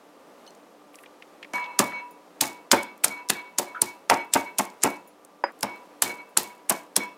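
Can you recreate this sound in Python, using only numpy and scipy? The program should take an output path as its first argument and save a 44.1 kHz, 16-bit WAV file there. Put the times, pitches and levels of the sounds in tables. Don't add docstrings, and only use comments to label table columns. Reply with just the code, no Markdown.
import sys
import numpy as np
from scipy import signal
from scipy.fft import rfft, irfft, next_fast_len
from scipy.io import wavfile
from scipy.ndimage import uniform_filter1d

SR = 44100
rng = np.random.default_rng(int(sys.argv[2]) if len(sys.argv) > 2 else 0)


def materialize(psi):
    bounded = np.clip(np.atleast_2d(psi).T, -1, 1)
    quanta = np.round(bounded * 32767).astype(np.int16)
    wavfile.write(sys.argv[1], SR, quanta)


N = 316197


def undb(db):
    return 10 ** (np.asarray(db) / 20)


def unit(x):
    return x / np.sqrt(np.mean(x ** 2))


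def noise():
    return rng.standard_normal(N)


def colour(points):
    hz, db = np.transpose(points)
    size = next_fast_len(N)
    gain = undb(np.interp(np.log(np.arange(size // 2 + 1) * SR / size + 1), np.log(hz), db))
    return unit(irfft(rfft(rng.standard_normal(size)) * gain, size)[:N])


def band(x, hz, width, passes=1):
    for _ in range(passes):
        x = signal.lfilter(*signal.iirpeak(hz, hz / width, SR), x)
    return x


def butter(x, order, hz, kind):
    return signal.sosfilt(signal.butter(order, hz, kind, fs=SR, output="sos"), x)


def flutter(rate, db):
    step = int(SR / rate)
    steps = np.repeat(rng.standard_normal(N // step + 1), step)
    return undb(db * unit(uniform_filter1d(steps, step)[:N]))


def add(track, s, db, shape):
    i = int(s * SR)
    track[i:i + len(shape)] += undb(db) * shape[:N - i]


def swell(rise_s, hold_s, t60):
    t = np.arange(int((rise_s + hold_s + t60) * SR)) / SR
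    rise = np.sin(np.pi / 2 * np.clip(t / rise_s, 0, 1)) ** 2
    return rise * undb(-60 * np.clip(t - rise_s - hold_s, 0, None) / t60)


def strike(modes):
    t = np.arange(SR // 2) / SR
    return sum(undb(db - 60 * t / t60) * np.sin(2 * np.pi * (hz * t + rng.random()))
               for hz, db, t60 in modes)


# start and crack length in seconds, crack level, brightness and knock level in dB,
# thud delay in seconds, thud and squelch levels in dB, give before the crack in seconds,
# bass level in dB, thud t60 in seconds, strongest crack pitch in Hz. Levels are relative.
CONTACTS = [(1.533, 0.0048, -42.5, -11, -31.5, 0.0049, -34.5, -52, 0.0011, -44, 0.15, 5680),
            (1.7894, 0.0031, -4.5, 0, -14.5, 0.011, -21.5, -39.5, 0.0032, -25, 0.12, 5600),
            (2.4087, 0.0033, -5, 2.5, -28.5, 0.011, -30, -36, 0.0039, -35, 0.19, 3500),
            (2.714, 0.0034, -4.5, -17, -15, 0.02, -16, -37.5, 0.0051, -25, 0.11, 5200),
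            (3.0398, 0.0059, -13.5, 10.5, -17, 0.0031, -34, -41, 0.0073, -38.5, 0.19, 8400),
            (3.294, 0.01, -16.5, -1, -18.5, 0.0033, -37, -45, 0.0096, -34, 0.13, 3370),
            (3.583, 0.0055, -10, 6, -25, 0.0055, -29, -43.5, 0.0055, -36.5, 0.15, 6640),
            (3.8151, 0.0068, -19, 14, -35, 0.0085, -32.5, -43, 0.0053, -37, 0.098, 8850),
            (4.098, 0.0016, -13.5, -11.5, -6.5, 0.019, -16.5, -43.5, 0.007, -27.5, 0.11, 6300),
            (4.3362, 0.0028, -7.5, 7.5, -28, 0.028, -19, -39.5, 0.014, -26.5, 0.063, 7600),
            (4.583, 0.0074, -13, 10, -39.5, 0.016, -20, -44, 0.01, -28.5, 0.038, 7020),
            (4.833, 0.0048, -11.5, 11.5, -19, 0.018, -18, -41, 0.025, -25, 0.097, 7100),
            (5.6264, 0.0056, -24, 2.5, -21.5, 0.011, -29.5, -55.5, .001, -35.5, 0.13, 5220),
            (6.02, 0.0047, -11.5, 9, -16.5, 0.0049, -36.5, -35.5, 0.0024, -39.5, 0.42, 10370),
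            (6.3711, 0.0027, -5, 0.5, -22.5, 0.004, -34.5, -37.5, 0.0031, -37.5, 0.2, 9000),
            (6.694, 0.006, -16, 21, -22.5, 0.014, -23, -40.5, 0.007, -31, 0.1, 9630),
            (6.9619, 0.0041, -9, 5.5, -24.5, 0.0078, -37, -46.5, 0.0051, -31, 0.13, 5600)]
# frequency in Hz, relative level in dB.
CRACK_SPECTRUM = [(880, -47.5), (1500, 0.5), (2940, -3.5), (5640, 0.5), (6820, 1), (9040, 3), (10600, 4),
                  (14300, -10.5), (16500, -26.5)]


def pulp_crack():
    body, bright = np.zeros((2, N))
    for s, length, db, tilt_db, *_, give_s, _, _, _ in CONTACTS:
        give = swell(0.001, 0, 2 * give_s)[::-1]
        add(body, s - len(give) / SR, db - 18, give)
        rise_s = 0.61 * length
        add(body, s, db - tilt_db / 2, swell(rise_s, length - rise_s, 0.0017))
        add(bright, s, db + tilt_db / 2, swell(rise_s, length - rise_s, 0.0086))
    low, high = (unit(butter(colour(CRACK_SPECTRUM), 2, 7000, kind)) for kind in ("low", "high"))
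    burst = (body * low + bright * high) * flutter(1200, 6.06) * undb(-9)
    out = burst.copy()
    for s, *_, hz in CONTACTS:
        start = s - .02
        add(out, start, 3, band(burst[int(start * SR):][:SR // 8], hz, 0.14 * hz))
    return out


def stone_knock():
    envelope = np.zeros(N)
    for s, length, _, _, knock_db, *_ in CONTACTS:
        add(envelope, s + 0.67 * length - .001, knock_db, swell(0.00093, 0.00028, 0.022))
    return envelope * unit(band(noise(), 1200, 2400, passes=2))


# frequency in Hz, relative level in dB.
SQUELCH_SPECTRUM = [(1500, -20), (2800, -3), (4200, -1.5), (6900, 0.5), (10000, -2.5), (15400, -5),
                    (16100, -27)]


def squelch(pops_per_s=190, pop_db=-16.5):
    wet = np.zeros(N)
    for s, length, crack_db, _, _, _, _, wet_db, *_ in CONTACTS:
        add(wet, s, wet_db, swell(0.0071, 0.0069, 0.25))
        add(wet, s, crack_db - 19, swell(0.0013, length, 0.036))
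    pulp = colour(SQUELCH_SPECTRUM)
    bubbles = sum(band(pulp, hz, 0.81 * hz) * flutter(260, 4.5) for hz in (2230, 4420, 7500, 12370))
    pockets = (rng.random(N) < pops_per_s / SR) * rng.exponential(size=N)
    pops = signal.fftconvolve(pockets, swell(0.0005, 0, 0.0032))[:N]
    pops *= np.sqrt(wet * wet.max())
    return wet * bubbles + undb(pop_db) * pops * unit(butter(pulp, 3, 7000, "high"))


# mode frequency and width in Hz, relative level in dB.
WORKTOP_MODES = [(108, 40, -17), (213, 16, -10), (277, 88, 4.5), (354.5, 33, 1.5), (444, 32, -2),
                 (581, 140, -0.5), (722.5, 90, -0.5), (856.4, 57, 2), (1600, 230, -25), (1990, 760, -17)]


def worktop_thud():
    thud, bass = np.zeros((2, N))
    for s, _, _, _, _, delay_s, thud_db, _, _, bass_db, t60, _ in CONTACTS:
        add(thud, s, thud_db, swell(delay_s, 0.0008, 2 * t60) ** 2)
        add(bass, s, bass_db, swell(delay_s, 0.0008, 2 * (t60 + 0.051)) ** 2)
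    push = butter(noise() * flutter(300, 3.8), 4, (70, 2600), "band")
    push /= np.sqrt(uniform_filter1d(push ** 2, SR // 40))
    out = np.zeros(N)
    for hz, width, db in WORKTOP_MODES:
        mode = band(push * (bass if hz < 500 else thud), hz, width)
        out += undb(db - 18) * mode * np.sqrt(SR / width)
    return out


# start and hold in seconds, relative levels of the upper and lower ring in dB.
STROKES = [(1.534, 0.016, -28.5, -28), (1.582, 0.052, -36, -44), (1.683, 0.067, -48, -49),
           (1.813, 0.081, -38.5, -34.5), (1.927, 0.053, -35, -41.5), (2.459, 0.018, -39, -47.5),
           (2.487, 0.09, -53, -54), (2.767, 0.017, -32, -42), (2.838, 0.063, -49, -66.5),
           (3.1, 0.022, -36.5, -41), (3.164, 0.02, -41.5, -45.5), (3.344, 0.047, -38.5, -43),
           (3.448, 0.02, -48, -63.5), (3.656, 0.05, -45.5, -45), (3.768, 0.017, -56.5, -48),
           (3.859, 0.033, -42.5, -48.5), (4.153, 0.05, -35, -42.5), (4.365, 0.02, -35, -42),
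           (4.454, 0.014, -38.5, -52.5), (4.649, 0.018, -50, -48.5), (4.862, 0.066, -41.5, -46),
           (5.663, 0.021, -40.5, -42), (5.7, 0.057, -48.5, -51), (6.051, 0.01, -35.5, -41),
           (6.091, 0.0041, -32, -50), (6.179, 0.011, -42, -53), (6.433, 0.014, -46.5, -43.5),
           (6.493, 0.0072, -46.5, -56.5), (6.736, 0.008, -41, -50), (6.995, 0.031, -33, -37)]
# mode frequency and width in Hz, relative level in dB.
BOWL_MODES = [(845, 30, -21), (978, 16, -4), (2244, 14, -1), (2641, 26, -16), (4105, 30, -20),
              (6280, 60, -32)]


def pestle_drag():
    upper, lower, touchdown = np.zeros((3, N))
    for s, hold_s, upper_db, lower_db in STROKES:
        add(touchdown, s, upper_db - 12, swell(0.0013, 0.001, 0.027))
        add(upper, s, upper_db, swell(0.013, hold_s, t60=0.12))
        add(lower, s, lower_db, swell(0.033, hold_s, t60=0.51))
    grit = unit(band(noise(), 1000, 1900, passes=3)) * flutter(120, 1.0)
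    out = (undb(-12.5) * upper + undb(-19.5) * lower + touchdown) * grit
    pole = np.exp(-1 / (.055 * SR))
    lingering = signal.lfilter([1 - pole], [1, -pole], upper)
    for hz, width, db in BOWL_MODES:
        ring = signal.hilbert(band(noise(), hz, width, passes=2), next_fast_len(N))[:N]
        ring = unit(np.real(ring / (np.abs(ring) + 1e-9) ** 0.8) * flutter(70, 1.2))
        envelope = lower if hz < 1500 else lingering if 2500 <= hz <= 3000 else upper
        out += undb(db) * ring * envelope
    return out


# mode frequency in Hz, relative level in dB, t60 in seconds.
KNOCK_MODES = [(566, -12.5, 0.11), (980, 2, 0.022), (1525, 1, 0.021), (2090, -8, 0.022), (4960, -19, 0.1),
               (6960, -34.5, 0.035)]


def dull_knock(hiss, start_s=5.4385, end_s=5.517):
    out = np.zeros(N)
    length = int((end_s - start_s) * SR)
    clack = unit(butter(hiss, 6, (250, 2100), "band"))[:length]
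    decay = swell(0.00029, 0, 0.083)[:length] ** 4 + undb(-19.5) * swell(0.001, 0, 0.29)[:length]
    onset = swell(0.0016, length / SR, .01)[:length]
    cutoff = np.clip(np.arange(length)[::-1] / 200, 0, 1)
    add(out, start_s, -12, (strike(KNOCK_MODES)[:length] + clack * decay) * onset * cutoff)
    return out


# time in seconds, relative level in dB, pitch in Hz.
TAPS = [(0.465, -44, 4190), (0.9424, -40, 2260), (0.987, -39, 2340), (1.037, -40, 1900),
        (1.06, -38.5, 2530), (1.2228, -33.5, 2400), (1.4287, -30, 2350), (1.4458, -34.5, 2180),
        (1.581, -24, 1480), (1.626, -44, 3200), (1.642, -35.5, 3440), (1.66, -38, 2760), (1.921, -30, 1490),
        (2.439, -22, 2090), (3.038, -17, 2530), (6.369, -14.5, 1280)]
CRACKLES = [(0.506, -43, 6310), (0.5501, -45, 6540), (0.956, -35.5, 6800), (2.7652, -36, 9500),
            (2.831, -24, 8600), (2.978, -42, 10400), (3.038, -17, 10520), (3.0818, -19, 6950),
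            (3.288, -18, 6700), (4.1416, -18.5, 6130), (7.035, -33, 10000), (4.3982, -33, 11500),
            (4.652, -31, 7760), (4.701, -37, 6600), (4.902, -35, 10300), (5.2491, -35.5, 8640),
            (5.521, -47.5, 11000), (5.59, -43, 10900), (5.6085, -27.5, 7800), (5.621, -38, 8040),
            (5.7602, -47, 11000), (6.4323, -25, 10000)]


def taps_and_crackles(hiss):
    taps = [(s, db, hz, 0.4 * hz, .03, .0012) for s, db, hz in TAPS]
    crackles = [(s, db - 1, hz, 0.65 * hz, .014, .0006) for s, db, hz in CRACKLES]
    out = np.zeros(N)
    for s, db, hz, width, t60, rise_s in taps + crackles:
        shape = swell(rise_s, rise_s, t60)
        burst = band(shape * hiss[int(s * SR):][:len(shape)], hz, width)
        burst = band(burst, hz, 2 * width)
        add(out, s - rise_s, db, burst / np.abs(burst).max())
    return out


# start and hold in seconds, level in dB, pitch and width in Hz.
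RUBS = [(0.932, .1, -62.5, 10500, 6000), (3.746, 0.031, -35, 1400, 298), (3.747, 0.017, -58, 3120, 300)]


def rubs(hiss):
    out = np.zeros(N)
    for s, hold_s, db, hz, width in RUBS:
        shape = swell(0.0036, hold_s, 0.096)
        friction = unit(band(hiss, hz, width, passes=2) * flutter(130, 4.8))
        add(out, s, db, shape * friction[int(s * SR):][:len(shape)])
    return out


# start in seconds, relative level in dB.
TINKLES = [(1.8692, -54), (2.1086, -58.5), (4.624, -68), (4.899, -54), (5.0744, -57), (6.29, -66.5)]
# mode frequency in Hz, relative level in dB, t60 in seconds.
FINGER_RING_MODES = [(7050, -5, 0.11), (10450, 3, 0.13), (13940, 5, 0.066), (15700, -5, 0.042)]
UTENSIL_MODES = [(2980, 2.5, 0.039), (4250, -2, 0.11), (6240, -4, 0.066), (9600, -6, .03)]


def tinkles_and_clink():
    out = np.zeros(N)
    for s, db in TINKLES:
        add(out, s, db, strike(FINGER_RING_MODES))
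    add(out, s=.4764, db=-46.5, shape=strike(UTENSIL_MODES))
    return out


def kitchen_reverb(near, t60=0.34, level_db=-17.5):
    t = np.arange(SR // 2) / SR
    tail = butter(noise()[:len(t)], 3, (90, 3370), "band") * undb(-60 * t / t60) * (t > .01)
    return undb(level_db) * signal.fftconvolve(near, tail / np.sqrt(np.sum(tail ** 2)))[:N]


# frequency in Hz, relative level in dB.
ROOM_SPECTRUM = [(40, -10), (125, -28), (180, -7), (300, -6), (500, -1.5), (1150, -9.5), (1600, -16),
                 (4000, -24.5), (13000, -32.5), (16000, -38)]
# pitch and width in Hz, level in dB.
APPLIANCE_TONES = [(296.2, 3.4, -62), (1182, 12, -67)]


def room_hum():
    tones = sum(undb(db) * unit(band(noise(), hz, width)) for hz, width, db in APPLIANCE_TONES)
    return undb(-53) * colour(ROOM_SPECTRUM) * flutter(3.4, 0.94) + tones


def scene():
    near = pulp_crack() + stone_knock() + squelch() + worktop_thud() + pestle_drag()
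    room = kitchen_reverb(near)
    hiss = noise()
    small = taps_and_crackles(hiss) + rubs(hiss) + tinkles_and_clink() + dull_knock(hiss)
    return (near + room + small + room_hum())[None]


def record(dry):
    thin = butter(dry, 2, 105, "high")
    soft = .75 * np.tanh(thin / .75)
    return signal.sosfilt(signal.ellip(10, .2, 90, 16300, fs=SR, output="sos"), soft)


dry = scene()
out = record(dry)
materialize(out)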